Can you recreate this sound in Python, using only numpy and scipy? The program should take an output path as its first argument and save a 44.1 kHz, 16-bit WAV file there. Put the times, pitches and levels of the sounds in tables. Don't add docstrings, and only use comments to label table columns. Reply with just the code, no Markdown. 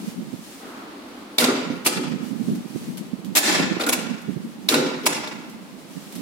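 import sys
import numpy as np
from scipy import signal
from scipy.fft import rfft, irfft, next_fast_len
from scipy.io import wavfile
from scipy.ndimage import uniform_filter1d, map_coordinates

SR = 44100
rng = np.random.default_rng(int(sys.argv[2]) if len(sys.argv) > 2 else 0)


def dump_mix(stems):
    frames = np.atleast_2d(stems).T
    limited = np.clip(frames, -1, 1)
    pcm = np.round(limited * 32767).astype(np.int16)
    wavfile.write(sys.argv[1], SR, pcm)


N = 273861


# (bolt meets strike [s], leaf seats [s], force [dB],
# leaf boom [dB], frame clank on seating [dB])
SLAMS = [(1.382, 1.4387, 0.5, -0.5, -36), (4.686, 4.7383, -1, -1.5, -20)]

def slam(s, seat_s, db, boom_db, judder_s=.011):
    hits = []
    for k in range(4):
        judder_boom_db = boom_db - (18.5 if k == 0 else 14)
        hits.append((s + k * judder_s, db - 9.5 - 3.5 * k, 0.019, 0.5 - k, judder_boom_db))
    seating = (seat_s, db - 10, 0.0097, -2.5, boom_db - 31)
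    return hits + [seating]


# (time [s], clack [dB], chatter decay [s], tilt [dB/octave], leaf boom [dB],
# scrape lead [s], scrape [dB], twang [dB])
SNAPS = [(1.862, -8, 0.0097, 0.5, -21, 0.014, -21, -8.5), (3.369, 5, .013, 1, -20.5, 0.018, -11, -25),
         (3.888, -9, .006, 0.8, -41, 0.0039, -41, -25), (3.9268, -10, .007, 1.3, -51, 0.005, -21, -20.5),
         (5.064, -1, 0.0051, 0.3, -20, 0.008, -19, -32)]

def snap(s, db, decay_s, tilt_db, boom_db, scrape_s, scrape_db):
    start_and_grip = [(s - scrape_s, scrape_db - 1), (s - .6 * scrape_s, scrape_db)]
    scrapes = [(at_s, rub_db, 0.015, 1.4, rub_db - 12.5) for at_s, rub_db in start_and_grip]
    stop = (s, db, decay_s, tilt_db, boom_db)
    bounce = (s + .7 * decay_s, db + 2, .7 * decay_s, tilt_db, boom_db + 2)
    return scrapes + [stop, bounce]


# (time [s], leaf boom [dB], frame clank [dB])
ROCKS = [(1.466, -19.5, -33), (1.483, -14.5, -20), (1.518, -30, -38), (1.558, -17.5, -47),
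         (4.756, -13.5, -32), (4.77, -15, -33), (4.82, -17, -36), (4.876, -33, -34)]
# (time [s], clack [dB], chatter decay [s], tilt [dB/octave],
# leaf boom [dB], frame clank [dB])
KNOCKS = [(1.699, -52, .011, 5, -22, -52), (1.971, -31, .011, -1.5, -20, -34),
          (3.591, -21.5, 0.013, -5.5, -19, -28), (3.655, -30, 0.018, -6.5, -20, -39),
          (3.797, -20.5, 0.019, -5, -32, -26.5), (3.808, -21, 0.017, -3, -42, -27),
          (3.833, -22.5, 0.012, -4, -40, -31), (3.8644, -12.5, 0.0043, -1, -35, -32),
          (3.868, -27.5, 0.026, 7.5, -16.5, -23), (5.031, -44, 0.02, 6, -20.5, -46),
          (5.273, -28.5, 0.011, -3.5, -36, -50)]

def contacts():
    slams = [hit for *row, _ in SLAMS for hit in slam(*row)]
    snaps = [hit for *row, _ in SNAPS for hit in snap(*row)]
    dull_rocks = [(s, -29, 0.0077, -7, boom_db) for s, boom_db, _ in ROCKS]
    return slams + dull_rocks + snaps + [row[:-1] for row in KNOCKS]


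# (time [s], level [dB])
HANDLE_TICKS = [(2.085, -48), (2.55, -41), (2.972, -34), (3.246, -41.5), (4.214, -47), (5.495, -44.5),
                (6.123, -40.5), (6.152, -35.5)]

def clacks(hits):
    out = np.zeros((2, N))
    for s, db, decay_s, tilt_db, _ in hits:
        add(out, s, amp(db) * steel_ripple(chatter(decay_s, tilt_db)))
    for s, _, db, *_ in SLAMS:
        add(out, s + .002, amp(db - 3.5) * chatter(decay_s=.003, tilt_db=3, rise_s=0.0017))
    for s, db in HANDLE_TICKS:
        add(out, s, amp(db) * chatter(decay_s=0.021, tilt_db=1, rise_s=0.00066))
    return out


# (frequency [Hz], spectrum level [dB])
CLACK_SPECTRUM = [(30, -40), (120, -25), (300, 3), (800, 1), (1700, -0.5), (2700, 2), (5000, 0),
                  (8000, -2.5), (12000, -2), (16000, -11.5)]

def chatter(decay_s, tilt_db, rise_s=0.0032, spiky_db=3.5):
    t = np.arange(SR // 8) / SR
    roughness = unit(uniform_filter1d(rng.standard_normal(len(t)), size=24))
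    grains = unit(amp(spiky_db * roughness))
    return noise(CLACK_SPECTRUM, len(t), tilt_db) * grains * attack(t, rise_s) * np.exp(-t / decay_s)


def steel_ripple(clack, depth_db=2.5, ring_s=0.0038, from_hz=2030):
    t = np.arange(SR // 32) / SR
    burst = rng.standard_normal(len(t)) * np.exp(-t / ring_s)
    modes = high_pass(burst, from_hz, order=2)
    def ripple(hz):
        peaks = rfft(modes, 2 * len(hz) - 2) * np.sqrt(2) / np.linalg.norm(modes)
        return amp(depth_db * peaks)
    return unit(filtered(clack, ripple)) * np.sqrt(np.mean(clack ** 2))


# (frequency [Hz], relative level [dB], t60 [s])
LEAF_MODES = [(158.4, -14.5, 0.74), (230.6, -5.5, 0.39), (248.9, 0, 0.56), (273.3, -0.5, 0.31),
              (288.8, 1, 0.33), (381.6, 0.5, 0.22), (409, -14, 0.21), (447.3, -4, 0.29), (505, -5.5, 0.58),
              (550, -11, 0.22), (655, -22, 0.23), (737, -8, 0.097), (900, -18, 0.29)]
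# (frequency [Hz], spectrum level [dB])
PANEL_SPECTRUM = [(30, -56), (110, -42), (170, -18), (245, 9), (450, 7), (640, -42), (900, -38),
                  (1400, -29), (2000, -9), (6000, -16.5), (16000, -93)]

def leaf(hits, shudder_t60=0.18):
    out, t = np.zeros((2, N)), np.arange(SR // 2) / SR
    for s, *_, boom_db in hits:
        modes = amp(-11.5) * ring(LEAF_MODES, len(t), scatter_db=4.5, drift=5.5)
        shudder = amp(-6 - 60 * t / shudder_t60) * noise(PANEL_SPECTRUM, len(t))
        add(out, s, amp(boom_db) * (modes + shudder) * attack(t, 0.0057))
    return out


# (frequency [Hz], relative level [dB], t60 [s])
BOLT_MODES = [(2277, -5, 0.038), (2540, -10, 0.036), (3556, 2.5, 0.026), (3672, 6, 0.025), (3950, 5, 0.022),
              (4200, -5, 0.057), (4660, 4.5, 0.022), (5430, -6, 0.035), (5800, -14, 0.038),
              (7440, -2.5, 0.023)]
# (time [s], level [dB], upper modes [dB])
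BOLT_TAPS = [(1.384, -3, -4), (1.441, -18.5, 6), (1.968, -28.5, 0), (3.809, -21.5, 0), (3.837, -27, 1),
             (3.843, -31, 1.5), (4.688, -5, 2), (4.741, -19, 4.5), (5.275, -30, -7)]

def bolt_pings(upper_hz=3800):
    out, t = np.zeros((2, N)), np.arange(SR // 8) / SR
    for s, db, upper_db in BOLT_TAPS:
        modes = [(hz, mode_db + upper_db * (hz > upper_hz), t60) for hz, mode_db, t60 in BOLT_MODES]
        ping = ring(modes, len(t), scatter_db=.5, drift=4)
        add(out, s, amp(db) * ping * attack(t, 0.0023))
    return out


# (frequency [Hz], relative level [dB], t60 [s])
LOCK_MODES = [(688, 3, 0.12), (828, 5, 0.14), (1000, 7.5, 0.055), (1170, 11.5, 0.0098), (2265, 9, 0.059),
              (2590, 1, 0.12), (3870, -2, 0.12), (4650, -15, 0.057), (5440, -1, 0.076), (6760, 2, 0.14),
              (7860, 3, 0.099), (10760, 6, 0.084)]

def lock_case(hits):
    out = np.zeros((2, N))
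    for s, db, *_ in hits:
        add(out, s, amp(db - 26) * ring(LOCK_MODES, SR // 4, scatter_db=3, drift=21.6))
    return out


def bolt_drag(start_s=3.415, length_s=.22, catches_per_s=110):
    out, count = np.zeros((2, N)), int(catches_per_s * length_s)
    for k, (late, weakness) in enumerate(rng.random((count, 2))):
        travel = (k + late) / count
        force = amp(-12 - 9.8 * weakness) * np.sin(np.pi * travel)
        grit = chatter(decay_s=0.002, tilt_db=-1.7)
        rattle = amp(-27) * ring(LOCK_MODES, grit.shape[1], scatter_db=2, drift=26)
        add(out, start_s + travel * length_s, force * (grit + rattle))
    return out


# (frequency [Hz], relative level [dB], t60 [s])
SPRING_MODES = [(2385, -4.5, 0.044), (2600, -8, 0.037), (2685, -5, 0.079), (4570, -17, 0.1),
                (4880, -18, 0.21), (9860, -25, 0.46), (10940, -17, 0.1)]
# (time [s], level [dB])
SPRING_TWITCHES = [(1.757, -37), (1.974, -24), (3.603, -20), (5.165, -25)]

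def spring():
    out = np.zeros((2, N))
    for s, *_, twang_db in SNAPS + SPRING_TWITCHES:
        add(out, s, amp(twang_db) * ring(SPRING_MODES, SR // 4, scatter_db=1.5, drift=16))
    return out


# (frequency [Hz], relative level [dB], t60 [s])
FRAME_MODES = [(1223, -9.5, 0.16), (1356, -5, 0.066), (1390, -1.5, 0.15), (1460, -1.5, 0.13),
               (1575, -14, 0.12), (2240, -13, 0.07), (2560, -10, 0.073), (2730, -7, 0.074)]

def frame(slap_delay_s=.036, glancing_tilt_db=-10.5, seating_tilt_db=7.5):
    out, t = np.zeros((2, N)), np.arange(SR // 4) / SR
    def clank(tilt_db):
        lowest_hz = FRAME_MODES[0][0]
        modes = [(hz, db + tilt_db * np.log2(hz / lowest_hz), t60) for hz, db, t60 in FRAME_MODES]
        return ring(modes, len(t), scatter_db=4.5, drift=10.3) * attack(t, 0.0018)
    for s, seat_s, db, _, clank_db in SLAMS:
        add(out, s + slap_delay_s, amp(db - 17.5) * clank(glancing_tilt_db))
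        add(out, seat_s + 0.00289, amp(clank_db) * clank(seating_tilt_db))
    for s, *_, clank_db in ROCKS + KNOCKS:
        add(out, s, amp(clank_db) * clank(glancing_tilt_db))
    return out


# (frequency [Hz], t60 [s])
PASSAGE_DECAY = [(200, 1.43), (600, 1.0), (1400, 1.55), (3700, 1.07), (7000, 0.79), (10000, 0.38),
                 (15000, 0.5)]
# (frequency [Hz], spectrum level [dB])
WALL_SPECTRUM = [(60, 9.5), (250, 10), (700, 8.5), (1400, 5.5), (3000, 2.5), (4400, 2), (6000, 2.5),
                 (10000, 3), (15000, -5.5)]

def passage(sound, far_s=0.15, far_db=2.5, spread_s=0.1):
    hz, t, wash = signal.stft(noise(WALL_SPECTRUM, SR * 3 // 2), SR, nperseg=256)
    swell_db = far_db * np.exp(-((t - far_s) / spread_s) ** 2)
    fade = amp(swell_db - 60 * t / along(PASSAGE_DECAY, hz)[:, None]) * attack(t, 0.00033)
    reflections = amp(3.15 * rng.standard_normal(len(t)))
    tail = signal.istft(wash * fade * reflections, SR, nperseg=256)[1]
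    return signal.fftconvolve(sound, tail / np.linalg.norm(tail[0]), axes=1)[:, :N]


# (frequency [Hz], spectrum level [dB])
BUFFET_SPECTRUM = [(25, -48), (70, -34), (120, -15), (175, 1), (235, 3), (320, -9.5), (500, -22),
                   (1000, -57), (4000, -77)]
# (time [s], level [dB])
LEFT_DRAUGHT = [(0, -31.5), (.18, -48), (.3, -46), (1.6, -83), (2.101, -46), (2.4, -47), (2.52, -24),
                (2.72, -52), (2.88, -31), (3.02, -30.5), (3.12, -50), (3.44, -43), (3.56, -32), (3.67, -26),
                (3.77, -47.5), (5.5, -46.5), (6.21, -55)]
RIGHT_DRAUGHT = [(0, -41.5), (.34, -38), (.43, -52), (1.55, -60), (1.71, -30), (1.79, -35.5), (1.88, -48),
                 (2.1, -29), (2.5, -27.5), (3.05, -44), (3.2, -35), (3.5, -33.5), (3.72, -34.5),
                 (3.85, -44.5), (4.08, -25), (4.21, -41), (4.3, -31), (4.449, -38), (5.5, -43.5),
                 (6.12, -44), (6.21, -24)]
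# (time [s], relative level [dB], half-length [s], port [0 left, 1 right])
PUFFS = [(0.087, -14, 0.01, 1), (0.185, -15.5, 0.02, 0), (0.212, -17, 0.023, 1), (.341, -15.5, 0.0076, 1),
         (1.706, -15, 0.0057, 1), (1.976, -12, 0.025, 1), (2.142, -16, 0.0029, 1), (2.491, -9.5, .013, 1),
         (2.533, -26, 0.0091, 0), (2.76, -13, 0.005, 1), (3.136, -12, 0.004, 1), (3.607, -10, 0.0079, 1),
         (3.72, -7.5, 0.0092, 1), (3.77, -14.5, 0.0046, 1), (4.293, -10, 0.011, 1),
         (4.371, -13.5, 0.0093, 1), (4.455, -18, 0.012, 0), (5.97, -17, 0.011, 1)]

def wind(eddies_per_s=12):
    out, t = np.zeros((2, N)), np.arange(-SR // 32, SR // 32) / SR
    def flutter(push):
        turbulence = push * rng.standard_normal(len(push))
        return unit(filtered(turbulence, lambda hz: amp(along(BUFFET_SPECTRUM, hz))))
    def eddy(half_s):
        return flutter(np.exp(-(t / half_s) ** 2))
    for track, draught in zip(out, (LEFT_DRAUGHT, RIGHT_DRAUGHT)):
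        air = amp(2) * flutter(amp(2.8 * wobble(25)))
        for k in range(int(eddies_per_s * N / SR)):
            s = (k + rng.random()) / eddies_per_s
            add(air, s, amp(0.5 + rng.normal()) * eddy(half_s=0.016))
        track += level(draught) * air
    for s, db, half_s, port in PUFFS:
        add(out[port], s + t[0], amp(db - 13) * eddy(half_s))
    return out


# (frequency [Hz], spectrum level [dB])
STREET_SPECTRUM = [(25, -22), (90, -23), (161, -20), (212, -5.5), (285, -3), (439, -11.5), (1260, -18),
                   (1560, -23.5), (2160, -23), (3620, -26), (4370, -26.5), (6380, -39.5), (12900, -71.5),
                   (16000, -48)]
# (time [s], level [dB])
STREET_LEVEL = [(0, -43.5), (.58, -44), (.63, -40), (1.2, -40.5), (2.4, -43.5), (4.5, -45.5), (6.21, -44)]
# (frequency [Hz], spectrum level [dB])
STREET_MID_SPECTRUM = [(130, -40), (300, 5), (600, -7), (1300, 3), (2200, -11), (4000, -23), (9000, -45)]
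# (time [s], level [dB])
STREET_MID_LEVEL = [(.6, -66), (.625, -45), (.78, -41.5), (1.05, -52), (1.35, -49), (1.42, -90)]

def street():
    traffic = level(STREET_LEVEL) * amp(0.34 * wobble(2.36)) * noise(STREET_SPECTRUM, N)
    midrange = level(STREET_MID_LEVEL) * noise(STREET_MID_SPECTRUM, N)
    return traffic + midrange


# (frequency [Hz], spectrum level [dB])
CLOTH_SPECTRUM = [(200, -30), (1500, 1.5), (3500, 1), (7000, 0), (11000, -2), (16000, -8.5)]
# (middle [s], length [s], level [dB])
RUSTLES = [(0.07, 0.18, -43.5), (0.53, 0.48, -46), (2.282, 0.097, -46), (2.482, 0.32, -48.5),
           (2.822, 0.27, -44), (6.192, 0.78, -46.5)]

def sleeve(rest_db=-53):
    t = np.arange(N) / SR
    moves = sum(amp(db) * np.exp(-(2 * (t - s) / length_s) ** 2) for s, length_s, db in RUSTLES)
    folds = amp(1.1 * wobble(30))
    return np.hypot(moves, amp(rest_db)) * folds * noise(CLOTH_SPECTRUM, N)


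# (frequency [Hz], correlation [0 to 1])
PORT_LIKENESS = [(100, 0.75), (300, 0.99), (640, 0.41), (1400, 0.012), (15000, 0.011)]

def port_angle(hz):
    return np.arccos(np.clip(along(PORT_LIKENESS, hz), -1, 1)) / 2


def ring(modes, size, scatter_db, drift):
    t, out = np.arange(size) / SR, np.zeros((2, size))
    for hz, db, t60 in modes:
        apart = rng.choice([-1, 1]) * port_angle(hz)
        phase = 2 * np.pi * (hz * t + rng.random())
        phase += drift * np.cumsum(rng.standard_normal(size)) / np.sqrt(SR)
        fade = amp(db + scatter_db * rng.normal() - 60 * t / t60)
        out += fade * np.sin([phase + apart, phase - apart])
    return out


def noise(spectrum, size, tilt_db=0):
    def response(hz):
        colour = amp(along(spectrum, hz) + tilt_db * np.log2(np.maximum(hz, 500)))
        angle = port_angle(hz)
        return colour * [np.cos(angle), np.sin(angle)]
    mid, side = filtered(rng.standard_normal((2, size)), response)
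    return unit(np.array([mid + side, mid - side]))


def amp(db):
    return 10 ** (np.asarray(db) / 20)


def unit(x):
    return x / np.sqrt(np.mean(x ** 2) + 1e-20)


def attack(t, rise_s):
    return 1 - np.exp(-t / rise_s)


def along(points, hz):
    knots_hz, values = np.transpose(points)
    return np.interp(np.log(hz + 1), np.log(knots_hz), values)


def level(rows):
    return amp(np.interp(np.arange(N) / SR, *np.transpose(rows)))


def wobble(rate):
    return map_coordinates(rng.standard_normal(int(N * rate / SR) + 4), [np.arange(N) * rate / SR])


def filtered(x, response):
    size = x.shape[-1]
    padded = next_fast_len(size + 8192)
    return irfft(rfft(x, padded) * response(np.fft.rfftfreq(padded, 1 / SR)), padded)[..., :size]


def high_pass(x, hz, order):
    return signal.sosfilt(signal.butter(order, hz, "high", fs=SR, output="sos"), x)


def add(track, s, sound):
    start = max(round(s * SR), 0)
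    part = track[..., start:start + sound.shape[-1]]
    part += sound[..., :part.shape[-1]]


def scene():
    hits = contacts()
    clack = clacks(hits)
    steel = lock_case(hits) + spring() + frame()
    boom, ping = leaf(hits), bolt_pings()
    echo = passage(amp(-7) * clack + amp(-13.5) * steel + amp(-18) * boom + amp(-14) * ping)
    ambience = wind() + street() + sleeve()
    gate = clack + steel + boom + ping + echo + bolt_drag()
    gate = high_pass(gate, hz=122, order=4)
    return gate * amp([[-.3], [.3]]) + ambience


def record(dry, threshold_db=-13, release_db_per_s=135, peak=.92, low_cut_hz=75, top_hz=16050):
    power = np.abs(uniform_filter1d(np.mean(dry ** 2, axis=0), size=260))
    over_db = np.maximum(10 * np.log10(power + 1e-12) - threshold_db, 0)
    ramp_db = release_db_per_s * np.arange(N) / SR
    duck_db = uniform_filter1d(np.maximum.accumulate(over_db + ramp_db) - ramp_db, size=260)
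    ducked = dry * amp(-np.roll(duck_db, SR // 500))
    rounded = ducked / (1 + (ducked / peak) ** 4) ** .25
    return filtered(rounded, lambda hz: hz / np.hypot(hz, low_cut_hz) * (hz < top_hz))


dry = scene()
out = record(dry)
dump_mix(out)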